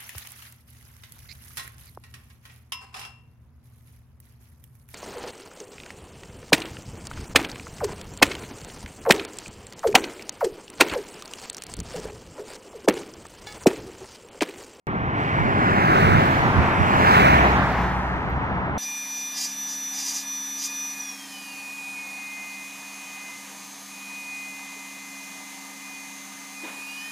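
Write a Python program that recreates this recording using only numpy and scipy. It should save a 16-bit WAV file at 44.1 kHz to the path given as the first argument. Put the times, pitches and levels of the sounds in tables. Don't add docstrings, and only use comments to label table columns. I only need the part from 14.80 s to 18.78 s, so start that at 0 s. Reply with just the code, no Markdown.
import sys
import numpy as np
from scipy import signal
from scipy.fft import rfft, irfft, next_fast_len
from scipy.io import wavfile
from scipy.ndimage import uniform_filter1d, map_coordinates

SR = 44100
rng = np.random.default_rng(int(sys.argv[2]) if len(sys.argv) > 2 else 0)


def inscribe(sig):
    pcm = np.round(np.clip(np.atleast_2d(sig).T, -1, 1) * 32767)
    wavfile.write(sys.argv[1], SR, pcm.astype(np.int16))


def volts(x):
    e = np.asarray(x, float) / 20
    return 10 ** e


N = 175518
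T = np.arange(N) / SR
SOUND_M_S = 343

# closest_s, speed_m_s, lane_distance_m, level_db (at 1 m), hiss_tilt_db_per_octave, front_louder_db
CAR_PASSES = [
    (1.399, 26, 7.47, 0.5, 0.02, 4),
    (2.548, 30.7, 5.8, 0, 1.32, 3.5),
]
# firing_hz, level_db (at 1 m)
ENGINE_DRONES = [(92.1, -13), (67.2, -9)]
# whine_hz, whine_db, width_octaves, bass_db (when closest)
TREAD_WHINES = [(1296, 2, 0.27, 4), (990, 2, 0.23, -5.5)]
# multiple_of_firing, level_db
FIRING_ORDERS = [(1, 3), (2, -9.5), (3, -3)]
# frequency_hz, level_db
TYRE_ROAR = [(40, -14.5), (130, 5), (450, -5.5), (950, -2.5), (2000, -8), (3300, -19), (7000, -29),
             (16000, -61.5)]
# time_s, level_db, treble_db_per_octave
AIR_CLEARNESS = [(.1, -1, -1.6), (.33, -1.3, -1.5), (.4, -1.6, 3.5), (.75, 0.3, -1.1), (.85, 0.2, 0.1),
                 (1.2, -1.45, 0.9), (1.36, -1.3, -1.4), (1.5, -4.2, 1.3), (1.62, -0.8, 0.4),
                 (1.85, -0.25, 1.8), (2.15, 0.2, -0.1), (2.35, 2.4, -1.14), (2.6, 1.16, -3.5),
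                 (2.8, 1.05, -1.9), (3.02, 0.9, 2.3), (3.2, -0.9, 3.3), (3.5, 2, 2.3), (3.95, 9.5, -2)]
# frequency_hz, level_db
FAR_MURMUR = [(35, -22), (65, 9.5), (150, 2), (480, -12.5), (1000, -9), (1600, -12), (3500, -32),
              (9000, -91)]
# frequency_hz, level_db
WIND_THUMP = [(30, -41), (60, 7.5), (110, 7), (200, -15.5), (400, -6), (800, -84)]
# centre_s, level_db, half_width_s, flap_hz
WIND_GUSTS = [(.66, -20.5, 0.045, 81), (1.27, -19.5, 0.039, 75), (1.361, -17, .03, 104),
              (1.66, -23, .025, 130), (1.8, -16.5, .04, 73), (2.029, -19.5, .03, 108),
              (2.169, -23, .03, 55)]
# frequency_hz, loss_db (at the port facing away)
PHONE_SHADOW = [(500, .3), (2000, 2), (8000, 0.5), (14000, 20.5)]
# frequency_hz, share
PORT_SCATTER = [(35, .4), (70, .25), (140, .08), (300, .005), (1000, .02), (2500, .08), (5000, .3),
                (9000, .45)]
# frequency_hz, left_db, right_db
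PORT_COLOUR = [(300, -1.6, -2.2), (2230, 2, .5), (4900, -4.8, -4.9), (7800, -0.5, -9), (8330, -1.5, -9),
               (10200, 8, 4.5), (13200, 23.5, 1), (15500, 25, 19)]
# centre_hz, width_hz, left_db, right_db
PORT_RESONANCES = [(12940, 570, -5.5, 15), (8000, 290, 2, 1), (2250, 640, -1.5, 1.5), (5870, 400, -1, 3)]
# frequency_hz, level_db
VERGE_COLOUR = [(200, -0.4), (380, 0.46), (530, -2), (760, 1.92), (1100, 0.04), (1700, 0.16), (2200, -0.67)]

WHEELBASE_M, REAR_DB = 3.63, -2.5
PORT_GAP_M, TURNED_RAD = 0.172, 0.5
AIR_DB_PER_M, AIR_POWER = 0.3, 1.01
CLEAR_HZ = 2500
HORN_DB = -1
GROUND, TYRE_H_M, PHONE_H_M = 0.1, 0.24, 1.417
EXHAUST_DB, ROUGH = 6, 0.018
FAR_DB, FAR_LAG_S, FAR_ALIKE = -29.5, 0.00029, 0.87
BREEZE_DB, LEE_DB = -40, -13
FLAP_DB = -2.5
TICK_S, TICK_DB, TICK_HZ = 3.503, -56, 13000
SELF_DB, TOP_HZ = -94, 15830
START, QUIET = 3070, 0.001
STEP_DB, STEP_S = -18.5, 0.00021


def unit(x):
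    return x / np.sqrt(np.mean(abs(x) ** 2) + 1e-20)


def along(points, hz, axis=1):
    columns = np.transpose(points)
    return np.interp(np.log(hz + 1), np.log(columns[0] + 1), columns[axis])


def wobble(rate, t=T):
    knots = rng.standard_normal(size=400)
    return map_coordinates(knots, [t * rate % 390])


def patchy_noises(patchy_db):
    hz, t, z = signal.stft(rng.standard_normal((3, N)), SR, nperseg=1024)
    patches = rng.standard_normal(z.shape[1:])
    patches = uniform_filter1d(patches, size=14, axis=0)
    patches = uniform_filter1d(patches, size=6, axis=1)
    return hz[:, None], t, z * volts(patchy_db * unit(patches))


def at_ports(z, hz, lag_s, share):
    share = np.clip(share, 0, 1)
    turn = np.exp(-1j * np.pi * hz * lag_s)
    common = z[0] * np.array([turn, turn.conj()])
    return np.sqrt(1 - share) * common + np.sqrt(share) * z[1:]


def to_sound(z):
    return signal.istft(z, SR, nperseg=1024)[1][:, :N]


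def bearing(t, at_s, speed, lane):
    ahead = speed * (at_s - t)
    r = np.hypot(ahead, lane)
    shift = 1 / (1 - speed * ahead / r / SOUND_M_S)
    right = (lane * np.cos(TURNED_RAD) + ahead * np.sin(TURNED_RAD)) / r
    return r, shift, ahead / r, right


def axle(at_s, speed, lane, db, tilt_db, front_db, tread):
    hz, t, z = patchy_noises(patchy_db=0.96)
    r, shift, front, right = bearing(t, at_s, speed, lane)

    colour = along(TYRE_ROAR, hz / shift) + tilt_db * np.log2(1 + hz / 2000)
    colour = colour - 10 * np.log10(np.mean(volts(2 * along(TYRE_ROAR, hz))))
    whine_hz, whine_db, width, bass_db = tread
    octaves_off = np.log2((hz + 1) / shift / whine_hz)
    colour = colour + whine_db * np.exp(-0.5 * (octaves_off / width) ** 2)
    colour = colour + bass_db * lane / r / (1 + (hz / 300) ** 2)

    lost = AIR_DB_PER_M * r * (hz / 4000) ** AIR_POWER
    s, level_db, treble_db = np.transpose(AIR_CLEARNESS)
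    clear = np.interp(t, s, level_db) + np.interp(t, s, treble_db) * np.log2(1 + hz / CLEAR_HZ)
    facing = HORN_DB * front ** 2 + front_db * front
    flutter = 0.6 * wobble(4.83, t) + 0.2 * wobble(10, t)
    bounce = 1 + GROUND * np.exp(-4j * np.pi * hz * TYRE_H_M * PHONE_H_M / r / SOUND_M_S)
    gain = volts(db + colour - lost + facing + clear + flutter) / r * bounce

    sides = np.array([-0.5, 0.5])[:, None, None]
    shadow = volts(along(PHONE_SHADOW, hz) * right * sides)
    roar = at_ports(z, hz, right * PORT_GAP_M / SOUND_M_S, along(PORT_SCATTER, hz))
    return to_sound(gain * shadow * roar)


def engine(at_s, speed, lane, firing_hz, db):
    r, shift, front, right = bearing(T, at_s, speed, lane)
    turns = np.cumsum(firing_hz * shift * (1 + ROUGH * wobble(34))) / SR
    turns = turns + firing_hz * right * PORT_GAP_M / SOUND_M_S * np.array([[-0.5], [0.5]])
    drone = 0
    for order, level_db in FIRING_ORDERS:
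        drone = drone + volts(level_db + 2.7 * wobble(9)) * np.sin(2 * np.pi * order * turns)
    return volts(db - EXHAUST_DB * front) / r * drone


def cars():
    total = 0
    for (at_s, speed, lane, db, *tone), motor, tread in zip(CAR_PASSES, ENGINE_DRONES, TREAD_WHINES):
        rear_s = at_s + WHEELBASE_M / speed
        total = total + axle(at_s, speed, lane, db, *tone, tread)
        total = total + axle(rear_s, speed, lane, db + REAR_DB, *tone, tread)
        total = total + engine(at_s, speed, lane, *motor)
    return total


def far_traffic():
    hz, t, z = patchy_noises(patchy_db=-1.5)
    murmur = to_sound(volts(along(FAR_MURMUR, hz)) * at_ports(z, hz, FAR_LAG_S, 1 - FAR_ALIKE))
    return volts(FAR_DB + 0.27 * wobble(2.64)) * unit(murmur)


def wind():
    hz, t, z = patchy_noises(patchy_db=1.5)
    wander = 0.27 * wobble(25)
    gusts, flaps = 0, 0
    for centre_s, db, width_s, flap_hz in WIND_GUSTS:
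        shape = volts(db) * np.exp(-0.5 * ((T - centre_s) / width_s) ** 2)
        gusts = gusts + shape
        flaps = flaps + shape * np.sin(2 * np.pi * (flap_hz * (T - centre_s) + wander))
    breeze = volts(BREEZE_DB + 2.5 * np.array([wobble(27), wobble(25)]))
    buffeting = unit(to_sound(volts(along(WIND_THUMP, hz)) * z[1:]))
    rustle = (breeze + gusts * volts([[LEE_DB], [0]])) * buffeting
    return rustle + volts(FLAP_DB + 5.5 * wobble(44.9)) * flaps * volts([[2 * LEE_DB], [0]])


def case_tick():
    u = T - TICK_S
    burst = np.exp(-(u / 0.0001) ** 2) * np.sin(2 * np.pi * TICK_HZ * u)
    return volts(TICK_DB) * burst * volts([[0], [-6]])


def scene():
    return cars() + far_traffic() + wind() + case_tick()


def low_pass(x):
    return signal.sosfilt(signal.butter(12, 16620, fs=SR, output="sos"), x)


def record(dry):
    m = next_fast_len(N + 8192)
    hz = np.fft.rfftfreq(m, 1 / SR)
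    left, right = along(PORT_COLOUR, hz, axis=1), along(PORT_COLOUR, hz, axis=2)
    for centre_hz, width_hz, left_db, right_db in PORT_RESONANCES:
        peak = np.exp(-0.5 * ((hz - centre_hz) / width_hz) ** 2)
        left = left + left_db * peak
        right = right + right_db * peak
    colour = along(VERGE_COLOUR, hz) + np.array([left, right])
    hissy = dry + volts(SELF_DB) * rng.standard_normal(dry.shape)
    heard = irfft(rfft(hissy, m) * volts(colour) * (hz < TOP_HZ), m)[:, :N]
    step = volts(STEP_DB) * np.exp(-abs(T - START / SR) / STEP_S) * np.array([[0], [1]])
    opening = np.where(np.arange(N) < START, QUIET, 1)
    return low_pass((heard + step) * opening)


dry = scene()
out = record(dry)
inscribe(out)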